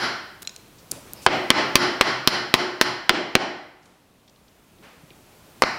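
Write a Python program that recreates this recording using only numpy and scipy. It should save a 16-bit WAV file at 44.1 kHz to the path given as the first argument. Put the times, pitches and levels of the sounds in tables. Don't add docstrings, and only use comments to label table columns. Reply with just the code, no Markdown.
import sys
import numpy as np
from scipy import signal
from scipy.io import wavfile
from scipy.ndimage import uniform_filter1d

SR = 44100
rng = np.random.default_rng(int(sys.argv[2]) if len(sys.argv) > 2 else 0)


def generate_wav(signal):
    frames = np.transpose(np.atleast_2d(signal))
    scaled = np.clip(frames, -1, 1) * 32767
    pcm = np.round(scaled).astype(np.int16)
    wavfile.write(sys.argv[1], SR, pcm)


def boost_factor(decibels):
    exponent = np.asarray(decibels, float) / 20
    return 10 ** exponent


N = 254898
LEAD = SR // 10

# start_s, strength_db, sharpness_db_per_octave, bench_share_db, favoured_block_pitch_hz
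BLOWS = [(-.035, -5.5, 8.5, -2.5, 1440), (1.2638, -4.5, -5.5, 1.5, 593), (1.5036, -1.5, 1, 2, 1120),
         (1.7554, -2, 7, 3.5, 1080), (2.0107, -4.5, 3, -1.5, 1150), (2.2744, -6, 6.5, -1.5, 4350),
         (2.54, -7, 4.5, 3, 950), (2.8128, -8.5, 6, -2.5, 951), (3.0941, -7.5, -1, 6, 3250),
         (3.353, -9, -1.55, 3.5, 776), (5.6215, -10, 0.5, -0.5, 1180)]
# frequency_hz, density_db_per_hz
WOOD = [(15, -53.5), (25, -33.5), (80, -13), (217, -2), (600, -4), (1900, -6), (2500, -8), (5800, -22.5),
        (6500, -29.5), (10000, -37), (16000, -44.5)]
# frequency_hz, t60_s
BLOCK = [(610, 0.03), (1080, 0.016), (2200, 0.0039), (3250, 0.0055), (4300, 0.02), (5400, 0.0027)]
BLOCK_DRIVE_DB = [-15, -11.5, -10.5, -8, -10, -7]
# frequency_hz, level_db, t60_s
STEEL = [(7200, -46, .02), (9000, -46, .02)]


def mallet_blows():
    # frequency_hz, width_octaves
    tail_parts = [(345, 0.55), (750, 0.19), (1500, 0.25), (2700, 1), (4900, 0.45), (11000, 0.15)]
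    part_levels = [2.06, 4.36, 0.43, 4, 4.5, 0]
    part_sharpening = [.01, -.2, 0.4, -.1, 0.69, 1.9]
    # frequency_hz, width_octaves, gain_db
    tail_grain = [(130, .04, 10), (295, .025, 5), (345, .06, 5), (365, .03, 9), (470, .08, -3),
                  (620, .06, 3), (870, .05, 3), (1080, .06, 3), (1380, .05, 2.5), (1500, .02, 4),
                  (1830, .02, 4), (2020, .03, 4), (2600, .12, -2.5), (3050, .05, 3), (3650, .06, -6),
                  (4200, .05, 4), (5050, .08, 4), (5650, .05, 3)]
    # frequency_hz, width_octaves, gain_db
    fresh_cut = [(3250, .13, -12), (400, .45, -7)]
    favour_octaves = 0.21
    out = np.zeros(N + LEAD)
    hz = np.fft.rfftfreq(8192, 1 / SR)
    block_hz = np.transpose(BLOCK)[0]
    for start_s, strength_db, sharpness, bench_db, pitch_hz in BLOWS:
        cut = fresh_cut * (start_s > 4)
        steel_db = -3 + 0.27 * sharpness
        drive_db = BLOCK_DRIVE_DB + bumps(block_hz, [(pitch_hz, favour_octaves, 6)] + cut)
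        direct = blow(15.5 + 0.77 * strength_db, -2.1 + 0.57 * bench_db, steel_db, sharpness, drive_db)
        add(out, start_s, direct)

        voice_db = part_levels + sharpness * np.array(part_sharpening)
        voice_db[0] += bench_db
        parts = [(f, octaves, db) for (f, octaves), db in zip(tail_parts, voice_db)]
        parts += [(pitch_hz, favour_octaves, 2)] + cut
        chisel = [(f, .035, max(steel_db + 9, 0)) for f, _, _ in STEEL]
        tail = room(read(WOOD, hz) + bumps(hz, tail_grain + parts + chisel))
        add(out, start_s, boost_factor(strength_db + 21.5) * tail)
    return out


def mallet_bounces():
    # start_s, strength_db, softness_ms, bench_thud_db
    landings = [
        (1.2862, 4, .25, -2),
        (3.1055, 6, 1.5, 13),
        (3.363, 6, 1.5, 13),
        (5.6364, 7, .15, -20),
    ]
    out = np.zeros(N + LEAD)
    for start_s, strength_db, soft_ms, thud_db in landings:
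        push = np.exp(-.5 * (np.arange(-120, 121) / (soft_ms * SR / 4000)) ** 2)
        struck = blow(strength_db, thud_db, -9, -.5, BLOCK_DRIVE_DB)
        touch = np.convolve(struck, push / push.sum())[110:]
        damping_s = .003 + soft_ms / 200
        add(out, start_s, touch * np.exp(-np.arange(len(touch)) / SR / damping_s))
    return out


def blow(strength_db, thud_db, steel_db, tilt_db, drive_db):
    # frequency_hz, level_db, t60_s
    bench_modes = [(43.6, -16.5, 0.13), (140.2, -11, 0.018), (362, 12, 0.035)]
    hz = np.fft.rfftfreq(8192, 1 / SR)
    t = np.arange(8192) / SR
    through_block = bumps(hz, [(f, .17, db + 11) for (f, _), db in zip(BLOCK, drive_db)])
    body_db = np.log2(hz / 1500 + 0.023)
    sharp_db = tilt_db * np.log2(1 + (hz / 3300) ** 2) / 2
    colour = causal(read(WOOD, hz) + through_block + body_db + sharp_db)
    crush = boost_factor(-60 * t / 0.011)
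    vice_rattle = boost_factor(-5.5 - 60 * t / 0.062)
    fibres = rng.standard_normal(len(t)) * (crush + vice_rattle)
    fibres[0] = 1.17
    crack = signal.oaconvolve(fibres, colour / np.linalg.norm(colour))[:len(t)]

    block_modes = [(f, db, t60) for (f, t60), db in zip(BLOCK, drive_db)]
    block = ring(block_modes, 0.044, 0.72, size=len(t))
    steel = boost_factor(steel_db) * ring(STEEL, 0.02, 2.2, size=len(t))
    thud = boost_factor(thud_db - 22.5) * ring(bench_modes, 0.01, 2.4, size=len(t))
    thud *= 1 - np.exp(-t / 0.0041)
    direct = 0.44 * crack + boost_factor(-0.87) * block + steel + thud

    flutter = np.zeros(700)
    flutter[[172, 340, 512, 690]] = boost_factor(np.array([-25.0, -9.5, -20.5, -29.5]))
    dull = signal.lfilter(*signal.butter(2, 5000, fs=SR), direct)
    return boost_factor(strength_db) * (direct + np.convolve(dull, flutter)[:len(t)])


def ring(modes, detune, spread_db, size):
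    t = np.arange(size) / SR
    luck = rng.standard_normal((len(modes), 2))
    out = np.zeros(size)
    for (hz, db, t60), (level_luck, pitch_luck) in zip(modes, luck):
        decay = boost_factor(db + spread_db * level_luck - 60 * t / t60)
        out += decay * np.sin(2 * np.pi * hz * (1 + detune * pitch_luck) * t)
    return out


def room(colour_db):
    # frequency_hz, t60_s
    reverb_times = [(60, .7), (250, .7), (700, .8), (1800, .78), (4800, .66), (9000, .5), (13000, .36)]
    taps = np.zeros(SR)
    at = np.arange(200, SR - 20, 16)
    taps[at + rng.integers(0, 16, len(at))] = rng.choice([-1., 1.], len(at))
    taps *= 1 - np.exp(-np.arange(SR) / SR / 0.015)
    hz, t, z = signal.stft(taps, SR, nperseg=512)
    fall_db = -60 * t / read(reverb_times, hz)[:, None]
    decay = boost_factor(fall_db) + boost_factor(-25.5 + 1.5 * fall_db)
    echoes = signal.istft(z * decay, SR, nperseg=512)[1]
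    coloured = signal.fftconvolve(echoes, causal(colour_db))
    return coloured / np.linalg.norm(coloured)


def tool_clinks():
    # start_s, peak_db, pitch_factor, upper_modes_db
    touches = [
        (.4504, -33, 0.95, -4),
        (0.474, -18.5, 0.98, 3.5),
        (0.4942, -34, 0.91, 11.5),
        (0.5642, -35, 1, -5.5),
    ]
    # frequency_hz, level_db, t60_s
    tool_modes = [(4170, -2.5, 0.023), (2800, -20, 0.02), (5410, -14.5, .015), (5890, -14.5, 0.02),
                  (7120, -9, 0.017)]
    out = np.zeros(N + LEAD)
    for start_s, peak_db, shift, upper_db in touches:
        modes = [(f * shift, db + upper_db * (k > 0), t60) for k, (f, db, t60) in enumerate(tool_modes)]
        add(out, start_s, boost_factor(peak_db) * ring(modes, .002, 0.43, size=5000))
    return out


def hand_contacts():
    # start_s, level_db, centre_hz, length_ms
    finger_snaps = [
        (.4735, -25.5, 4370, 1.7),
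        (.5625, -29, 4940, 0.82),
        (.9135, -18.5, 6500, .8),
        (.9165, -14, 7700, 1.2),
        (1.1345, -15.5, 9000, 0.24),
        (1.215, -46, 6000, 51),
    ]
    # start_s, level_db, centre_hz, length_ms
    finger_scuffs = [
        (.4195, -35, 9040, 8.8),
        (.428, -33.5, 9000, 3.7),
    ]
    # start_s, level_db, centre_hz, length_ms
    chisel_taps = [(.78, -55.5, 5020, 34), (3.825, -61.5, 4465, 14.6), (3.856, -54, 4980, 5.8),
                   (4.277, -53.5, 3560, 9.7), (4.295, -53, 4383, 4.65), (4.359, -59, 3390, 6.1),
                   (4.48, -57.5, 3893, 9), (4.785, -56, 2490, 4.97), (5.104, -46, 3000, 2.9)]
    # start_s, level_db, centre_hz, length_ms
    skin_squeaks = [
        (.953, -45, 600, 31),
        (1.152, -53, 5000, 110),
        (1.2, -55.5, 2640, 97),
        (4.292, -56.5, 5800, 7.6),
        (4.48, -67, 5800, 14),
        (5.107, -50, 2360, 6.6),
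    ]
    # start_s, level_db, centre_hz, length_ms
    knuckle_bumps = [
        (4.099, -50, 225.6, 13.46),
        (4.789, -46, 218.6, 18.9),
        (5.027, -42, 190, 14),
        (5.105, -47, 260, 8),
    ]
    kinds = [(finger_snaps, 0.86), (finger_scuffs, 6.5), (chisel_taps, 0.67),
             (skin_squeaks, 0.16), (knuckle_bumps, 0.635)]
    out = np.zeros(N + LEAD)
    hz = np.fft.rfftfreq(2048, 1 / SR)
    for contacts, octaves in kinds:
        for start_s, level_db, centre_hz, length_ms in contacts:
            t = np.arange(7000) / SR * 1000 / length_ms
            burst = rng.standard_normal(len(t)) * np.minimum(6 * t + 0.13, 1) * np.exp(-t ** 2.6)
            colour = causal(-7 * (np.log2((hz + 1) / centre_hz) / octaves) ** 2)
            burst = signal.fftconvolve(burst, colour / np.linalg.norm(colour))
            add(out, start_s, boost_factor(level_db) * burst)
    return out


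def far_knock():
    out = np.zeros(N + LEAD)
    hz = np.fft.rfftfreq(2048, 1 / SR)
    lift_db = 2 * np.log2(1 + hz / 1000)
    add(out, 4.82, boost_factor(-13.5) * room(read(WOOD, hz) + lift_db))
    return out


def rustle():
    # frequency_hz, density_db_per_hz
    rustle_colour = [(120, -39), (200, -9.5), (328, 1), (601, -8.5), (933, -6), (1140, -7), (1250, -7.5),
                     (10500, -19.5), (16000, -31.5)]
    slips = uniform_filter1d(rng.exponential(1, N) ** 3, size=90)
    grains = boost_factor(1.9 * evened(slips))
    friction = evened(grains * noise(lambda hz: read(rustle_colour, hz), 2.5))
    return boost_factor(-2.0) * movement() * friction


def movement():
    # start_s, level_db, rise_s, fade_db_per_s
    hand_moves = [
        (0.908, -42.5, 0.012, 109),
        (1.02, -52, 0.092, 22),
        (3.8, -58.5, 0.061, 57),
        (4.825, -56.5, 0.0071, 69),
        (4.9, -64, 0.22, 1.5),
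    ]
    t = np.arange(N) / SR
    out = np.zeros(N)
    for start_s, level_db, rise_s, fade in hand_moves:
        since = t - start_s
        out += np.clip(since / rise_s, 0, 1) * boost_factor(level_db - fade * np.maximum(since - rise_s, 0))
    return out


def background():
    # frequency_hz, density_db_per_hz
    hum_colour = [(12, -46), (20, -7.5), (160, -3), (360, -6), (769, -9.5), (1390, -12), (1640, -14.5),
                  (2500, -12.5), (12400, -19.5), (15100, -27), (16400, -36)]
    t = np.arange(N) / SR
    gain_db = 7.5 * t - 4 * np.searchsorted(np.transpose(BLOWS)[0], t)
    hum = noise(lambda hz: read(hum_colour, hz) - 5 * np.log2(1 + hz / 1500), 0.75)
    hiss = noise(lambda hz: -.6 * np.log2(1 + hz / 1000) - 6 * (hz < 60), .7)
    body_stir = boost_factor(0.6) * movement()
    hum_level = np.hypot(boost_factor(-53.5 + 0.6 * gain_db), body_stir)
    return hum_level * hum + boost_factor(-58.5 + gain_db) * hiss


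def noise(gain_db, patchy_db):
    frames = N // 256 + 5
    hz = np.fft.rfftfreq(1024, 1 / SR)
    real, imag, patches = rng.standard_normal((frames, 513, 3)).T
    patches = uniform_filter1d(patches, size=14, axis=0)
    patches = evened(uniform_filter1d(patches, size=10, axis=1))
    z = (real + 1j * imag) * boost_factor(gain_db(hz)[:, None] + patchy_db * patches)
    return evened(signal.istft(z, nperseg=1024, noverlap=768)[1][:N])


def causal(gain_db):
    log_gain = np.log(boost_factor(np.maximum(gain_db, -100)))
    circle = np.concatenate([log_gain, log_gain[-2:0:-1]])
    return np.fft.ifft(np.exp(np.conj(signal.hilbert(circle)))).real[:len(log_gain)]


def bumps(hz, peaks):
    return sum(db * np.exp(-.5 * (np.log2((hz + 1) / f) / width) ** 2) for f, width, db in peaks)


def read(points, hz):
    f, value = np.transpose(points)
    return np.interp(np.log(hz + 1), np.log(f + 1), value)


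def evened(x):
    return x / np.sqrt(np.mean(x ** 2) + 1e-20)


def add(mix, s, sound):
    part = mix[round(s * SR) + LEAD:][:len(sound)]
    part += sound[:len(part)]


def scene():
    blows = mallet_blows() + mallet_bounces()
    hands = tool_clinks() + far_knock() + hand_contacts()
    hands += boost_factor(-16.0) * signal.fftconvolve(hands, room(np.zeros(513)))[:len(hands)]
    mono = (blows + hands)[LEAD:] + rustle() + background()
    return np.array([mono, mono])


def low_pass(x):
    return signal.sosfilt(signal.butter(12, 15790, fs=SR, output="sos"), x)


def record(dry):
    mic = signal.lfilter(*signal.butter(1, 30, "high", fs=SR), dry[0])
    power = signal.lfilter([.012], [1, .012 - 1], mic ** 2)
    level_db = 10 * np.log10(power + 1e-12)
    level_db[0] = -1.5
    opening = np.arange(N) * 230 / SR
    held_db = np.maximum.accumulate(level_db + opening) - opening
    over_db = np.maximum(held_db + 10.5, 0)
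    duck_db = signal.lfilter([.011], [1, .011 - 1], over_db, zi=[over_db[0]])[0]
    clipped = np.clip(mic * boost_factor(-duck_db), -1, 1)
    band = signal.cheby2(8, 40, 17200, fs=SR, output="sos")
    mono = np.clip(signal.sosfilt(band, clipped), -1, 1)
    return low_pass(np.array([mono, mono]))


dry = scene()
out = record(dry)
generate_wav(out)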